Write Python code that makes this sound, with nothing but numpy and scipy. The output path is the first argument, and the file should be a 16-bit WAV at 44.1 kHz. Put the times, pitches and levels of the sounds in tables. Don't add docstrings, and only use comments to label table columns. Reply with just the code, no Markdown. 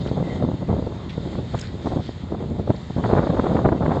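import sys
import numpy as np
from scipy import signal
from scipy.fft import rfft, irfft, next_fast_len
from scipy.io import wavfile
from scipy.ndimage import uniform_filter1d, map_coordinates

SR = 44100
rng = np.random.default_rng(int(sys.argv[2]) if len(sys.argv) > 2 else 0)


def store_pcm(level_fs):
    pcm = np.round(np.clip(level_fs, -1, 1) * 32767).astype(np.int16)
    wavfile.write(sys.argv[1], SR, np.atleast_2d(pcm).T)


N = 176400

# time in seconds, level in dB before its trim.
WIND_BED = [(0.0, -26.5), (0.2, -27), (0.33, -26), (0.46, -26), (0.57, -31.5), (0.67, -30), (0.76, -26),
            (0.97, -30.5), (1.15, -33), (1.36, -27.5), (1.48, -32), (1.74, -31), (1.95, -28.5),
            (2.15, -36.5), (2.45, -28), (2.86, -34.5), (2.95, -37.5), (3.0, -23.5), (3.03, -27.5),
            (3.1, -20.5), (3.24, -19.5), (3.285, -30.5), (3.35, -21), (3.42, -25), (3.47, -21.5),
            (3.62, -22), (3.68, -23.5), (3.79, -26), (3.84, -25.5), (3.95, -19.5), (4.0, -24)]
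# peak time in seconds, swell level in dB before its trim, length in seconds,
# sharpness of the small eddies in Hz, depth of the core eddy in dB before the microphone colours it.
BLASTS = [(0.063, -21.5, 0.003, 500, -10.5), (0.089, -27.5, 0.007, 453, -23),
          (0.115, -35, 0.0053, 311, -5.5), (0.175, -32, 0.03, 448, -9), (0.18, -25.5, 0.015, 480, -13),
          (0.209, -22.5, .014, 325, -9), (0.227, -29.5, 0.0049, 484, -12), (0.274, -27.5, .008, 417, -19.5),
          (0.289, -29, 0.017, 405, -23), (0.33, -28.5, 0.022, 246, -16), (0.367, -31, 0.015, 330, -22),
          (0.405, -28.5, 0.018, 412, -26), (0.426, -20.5, 0.0041, 544, -7), (0.441, -21, 0.018, 270, -8),
          (0.449, -26.5, 0.0028, 485, -12), (0.489, -24.5, 0.0069, 474, -14),
          (0.517, -25.5, 0.0057, 483, -13.5), (0.541, -20.5, .008, 233.5, -16.5),
          (0.625, -23.5, 0.017, 271, -13), (0.698, -15, 0.011, 262, -21), (0.707, -18.5, .012, 448, -17),
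          (0.716, -25, 0.007, 310, -13.5), (0.729, -25, 0.012, 450, -6.5),
          (0.741, -18.5, 0.009, 409, -14.5), (0.767, -28.5, 0.015, 406, -11), (0.789, -24, .014, 325, -27),
          (0.827, -19.5, 0.0044, 480, -16.5), (0.873, -23.5, 0.0065, 443, -15),
          (0.918, -30, 0.021, 556, -29), (1.18, -25.5, 0.0069, 446, -14), (1.263, -28, 0.037, 301, -25),
          (1.331, -29.5, 0.011, 480, -18), (1.355, -25, 0.0041, 610, -14.5), (1.391, -23, .018, 303, -20),
          (1.547, -20, .012, 536, -12.5), (1.868, -16, 0.015, 412, -10.5), (1.927, -20, 0.021, 424, -24.5),
          (1.97, -19, .012, 377, -14), (1.996, -22, 0.015, 425, -17.5), (2.093, -30.5, 0.016, 340, -11),
          (2.238, -25, 0.0097, 153, -12.5), (2.325, -24.5, 0.022, 343, -11), (2.349, -19, 0.0065, 404, -27),
          (2.428, -28.5, 0.035, 475, -33), (2.519, -26, 0.021, 220, -17), (2.598, -23, 0.016, 262, -9.5),
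          (2.677, -22, .007, 515, -15), (2.704, -15, 0.012, 326, -3), (2.748, -30.5, 0.02, 440, -26),
          (2.907, -25, 0.0076, 430, -20.5), (2.965, -21.5, 0.0044, 258, -8.5),
          (2.984, -18, 0.018, 432, -24.5), (3.043, -17, .008, 1220, -20.5),
          (3.049, -16.5, 0.0035, 534, -15), (3.06, -18.5, .012, 910, -18.5),
          (3.113, -17.5, 0.024, 552, -14), (3.132, -19, 0.0056, 251, 2), (3.137, -12.5, 0.0054, 624, -13.5),
          (3.153, -22, 0.0036, 747, -8), (3.173, -23, 0.0052, 282, -3), (3.18, -11, 0.0088, 795, -19.5),
          (3.194, -17, 0.0053, 640, -8), (3.271, -17, 0.0083, 600, -19), (3.303, -14, 0.011, 450, -10.5),
          (3.336, -16, 0.011, 331, -7.5), (3.375, -20, 0.01, 572, -18.5), (3.397, -9, 0.006, 620, -11.5),
          (3.444, -17.5, .012, 564, -19), (3.469, -18, .011, 800, -6.5), (3.512, -23, 0.029, 453, -17.5),
          (3.555, -12, 0.0073, 329, -5), (3.569, -10.5, 0.0056, 794, -22.5), (3.591, -14, 0.0084, 514, -16),
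          (3.651, -16, 0.011, 524, -14.5), (3.658, -10, 0.0093, 566, -13.5), (3.674, -10, 0.0053, 277, -7),
          (3.690, -17.5, .006, 950, -3), (3.726, -7.5, 0.0069, 505, -6), (3.752, -22, .016, 408, -18),
          (3.811, -18, 0.01, 398, -13), (3.834, -20, 0.023, 597, -12.5), (3.861, -14, 0.0065, 835, -15),
          (3.882, -18, 0.0049, 403, -5), (3.894, -16.5, 0.0045, 480, -15), (3.919, -15.5, 0.01, 850, -5.5),
          (3.973, -16.5, 0.01, 520, -11)]
EDDY_HZ, EDDY_REF_DB, DB_PER_OCTAVE = 312, -25.5, 6


def wind(bed_trim_db=-2, swell_trim_db=-0.5, ceiling=0.53, core_sharpness=0.8):
    t, bed_db = clock(), curve(WIND_BED)
    power = amp(bed_db + bed_trim_db) ** 2
    weighted_octaves = power * (np.log2(EDDY_HZ) + (bed_db - EDDY_REF_DB) / DB_PER_OCTAVE)
    for peak_s, db, length, hz, _ in BLASTS:
        swell = amp(db + swell_trim_db) ** 2 * bell(peak_s, length)
        power += swell
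        weighted_octaves += swell * np.log2(hz)
    flow_db = 10 * np.log10(power)
    buffeting = amp(flow_db) * eddy_stream(weighted_octaves / power) + rumble(bed_db, flow_db)
    peak_times, _, _, blast_hz, core_db = np.transpose(BLASTS)
    cores = eddies(peak_times, core_sharpness * blast_hz, amp(core_db))
    return ceiling * np.tanh(buffeting / ceiling) + cores


def eddy_stream(log2_hz, per_s=950, spread_octaves=0.37, scatter_db=3, even_s=0.019, even_share=0.59):
    t = clock()
    chance = rng.standard_normal((8000, 4))
    gaps = (chance[:, 0] ** 2 + chance[:, 1] ** 2) / 2
    times = np.cumsum(gaps) / per_s
    size, strength = chance[times < t[-1], 2:].T
    times = times[times < t[-1]]
    sharp_hz = 2 ** (spread_octaves * size + np.interp(times, t, log2_hz))
    stream = eddies(times, sharp_hz, amp(scatter_db * strength))
    local_rms = np.sqrt(np.abs(uniform_filter1d(stream ** 2, int(even_s * SR))) + 1e-9)
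    flutter = amp(1.5 * wobble(60))
    return unit(stream / local_rms ** even_share * flutter)


# frequency in Hz, gain in dB.
WIND_EQ = [(25, -12), (70, -2), (150, 2), (300, 0.5), (550, 3), (1000, 1.5), (1800, -2.5), (3000, -9),
           (6000, -27.5)]


def eddies(times, sharp_hz, depth, port_hz=79.5):
    at = np.round(times * SR).astype(int)[:, None] + np.arange(-400, 401)
    lag_s = at / SR - times[:, None]
    dips = -depth[:, None] * np.hanning(at.shape[1]) / (1 + (2 * np.pi * sharp_hz[:, None] * lag_s) ** 2)
    inside = (at >= 0) & (at < N)
    pressure = np.bincount(at[inside], dips[inside], N)
    port = signal.butter(2, port_hz, "high", fs=SR, output="sos")
    return coloured(signal.sosfilt(port, pressure), WIND_EQ)


# frequency in Hz, relative level in dB.
RUMBLE_EQ = [(20, -34), (40, -9.5), (70, 1.5), (130, 0), (190, 0), (300, -15.5), (600, -41), (2000, -72)]


def rumble(bed_db, flow_db, base_db=-30, follow=0.82, blast_share=0.71):
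    slow_db = bed_db + blast_share * (flow_db - bed_db)
    return amp(base_db + follow * (slow_db - EDDY_REF_DB)) * rush(RUMBLE_EQ, patchy_db=1)


# firing rate in Hz, level in dB.
ENGINES = [(118.86, -44), (85.8, -45)]
# frequency in Hz, relative level in dB.
EXHAUST_EQ = [(30, -22.5), (80, 2.5), (130, 2.5), (250, -3.5), (450, -12.5), (900, -14), (2000, -32.5),
              (4000, -52.5)]


def diesels(drift=0.0072, uneven=0.081, fading_db=1.0):
    out = np.zeros(N)
    for firing_hz, db in ENGINES:
        firings = np.cumsum(firing_hz * (1 + drift * wobble(2.5))) / SR
        pulses = np.diff(np.floor(firings), prepend=0) * (1 + uneven * rng.standard_normal(N))
        drone = unit(coloured(pulses - pulses.mean(), EXHAUST_EQ))
        out += amp(db + fading_db * wobble(7.6)) * drone
    return out


# frequency in Hz, relative level in dB.
MACHINERY_EQ = [(30, -16), (120, 3), (400, -1.5), (800, -5), (1300, -14), (1700, -23.5), (2000, -25),
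                (2500, -23), (3500, -32), (8000, -62)]


def machinery_roar(level_db=-43.5):
    return amp(level_db + 1.2 * wobble(5.78)) * rush(MACHINERY_EQ, patchy_db=3.5)


# peak time in seconds, level in dB, length in seconds,
# band centre in Hz, band width in octaves.
RUSTLES = [(0.015, -46.5, 0.015, 3800, 0.3), (0.072, -44, 0.0098, 2500, 0.72),
           (0.093, -48, .01, 4160, 0.23), (1.102, -42, 0.014, 2400, 0.68), (1.13, -50, 0.017, 2600, 0.73),
           (1.593, -41.5, 0.0074, 2900, 0.58), (1.597, -42, .003, 6850, 0.16),
           (1.614, -36.5, 0.0027, 5100, 0.092), (1.614, -39.5, 0.0019, 6900, 0.11),
           (1.615, -48, 0.12, 3730, 0.32), (1.603, -54, 0.073, 6960, 0.12), (1.616, -48, 0.1, 1600, 0.46),
           (1.642, -47, 0.008, 3200, 0.36), (1.884, -59.5, 0.081, 5500, 0.39),
           (2.072, -50, 0.072, 3700, 0.36), (2.764, -42, 0.0031, 4330, 0.23)]


def stalk_rustles(crackle_db=3.0):
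    out = np.zeros(N)
    for peak_s, db, length, centre_hz, octaves in RUSTLES:
        crackle = rng.standard_normal(N) * amp(crackle_db * wobble(400))
        band = filtered(crackle, lambda hz: np.exp(-0.5 * (np.log2((hz + 1) / centre_hz) / octaves) ** 2))
        out += amp(db) * unit(band) * np.sqrt(bell(peak_s, length))
    return out


# time in seconds, level in dB before their trims.
HISS_RIDE = [(0.0, -50.5), (0.33, -49.5), (0.5, -52.5), (0.65, -54), (0.8, -52.5), (1.0, -52),
             (1.49, -49.5), (1.74, -53), (1.88, -49), (2.14, -53), (2.35, -55), (2.75, -52.5), (3.06, -48),
             (3.28, -48.5), (3.5, -47), (3.66, -52), (3.8, -53), (4.0, -48.5)]
# frequency in Hz, relative level in dB.
HISS_EQ = [(300, -16.5), (1400, -2.5), (2000, -1.5), (2400, -8), (2950, -6.5), (3200, -1), (3700, -1),
           (4400, -5), (5100, -12.5), (5850, -20.5), (6500, -13.5), (7200, -13), (8000, -22.5),
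           (8700, -36.5), (9500, -35), (15000, -62.5)]


def leaf_hiss(trim_db=1.5, grain_db=0.5):
    level_db = curve(HISS_RIDE) + trim_db + 0.9 * wobble(22)
    grainy = rush(HISS_EQ, patchy_db=1.36) * amp(grain_db * wobble(350))
    return amp(level_db) * unit(grainy)


# frequency in Hz, relative level in dB.
WHIRR_EQ = [(1500, -51), (1850, -15), (1945, 3), (2000, -12.5), (2060, 5), (2150, -12), (2260, -26),
            (2600, -53.5)]
# time in seconds, level in dB.
WHIRR_RIDE = [(0, -53), (.08, -51), (.18, -55.5), (.3, -47.5), (.55, -60), (1.3, -62.5), (2.1, -61),
              (2.6, -68), (4, -61)]


def cutter_whirr():
    return amp(curve(WHIRR_RIDE) + 1.4 * wobble(12)) * rush(WHIRR_EQ, patchy_db=-4.5)


# frequency in Hz, relative level in dB.
WHINE_EQ = [(3300, -49), (3500, -21.5), (3556, -0.5), (3620, -5), (3706, -2), (3780, -12), (4000, -49)]


def harvester_whine(trim_db=-10):
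    return amp(curve(HISS_RIDE) + trim_db) * rush(WHINE_EQ, patchy_db=-1.5)


def reflected(x, ripple_hz=457, share=0.082):
    return filtered(x, lambda hz: 1 + share * np.exp(-2j * np.pi * hz / ripple_hz))


def amp(db):
    return 10 ** (np.asarray(db) / 20)


def unit(x):
    return x / np.sqrt(np.mean(x ** 2) + 1e-20)


def clock():
    return np.arange(N) / SR


def curve(rows):
    return np.interp(clock(), *np.transpose(rows))


def bell(peak_s, length_s):
    return np.exp(-np.log(2) * (2 * (clock() - peak_s) / length_s) ** 2)


def wobble(rate):
    return map_coordinates(rng.standard_normal(2048), [clock() * rate], mode="wrap")


def filtered(x, response):
    size = next_fast_len(N + SR // 2)
    return irfft(rfft(x, size) * response(np.fft.rfftfreq(size, 1 / SR)), size)[:N]


def coloured(x, eq):
    points_hz, db = np.transpose(eq)
    return filtered(x, lambda hz: amp(np.interp(np.log(hz + 1), np.log(points_hz + 1), db)))


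def rush(eq, patchy_db):
    spectra = signal.stft(rng.standard_normal(N), nperseg=512)[2]
    patches = uniform_filter1d(rng.standard_normal(spectra.shape), size=6, axis=0)
    patches = uniform_filter1d(patches, size=14, axis=1)
    noise = signal.istft(spectra * amp(patchy_db * unit(patches)), nperseg=512)[1][:N]
    return unit(coloured(noise, eq))


def scene():
    machines = machinery_roar() + cutter_whirr() + harvester_whine() + diesels()
    field = machines + leaf_hiss() + stalk_rustles()
    return (wind() + reflected(field))[None]


def record(dry, treble_hz=8839, clip_at=0.7, self_noise_db=-92.5, band_limit_hz=15655):
    dull = filtered(dry[0], lambda hz: 1 / np.sqrt(1 + (hz / treble_hz) ** 50))
    clipped = np.clip(dull, -clip_at, clip_at)
    noisy = clipped + amp(self_noise_db) * rng.standard_normal(N)
    return filtered(noisy, lambda hz: hz < band_limit_hz)[None]


dry = scene()
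out = record(dry)
store_pcm(out)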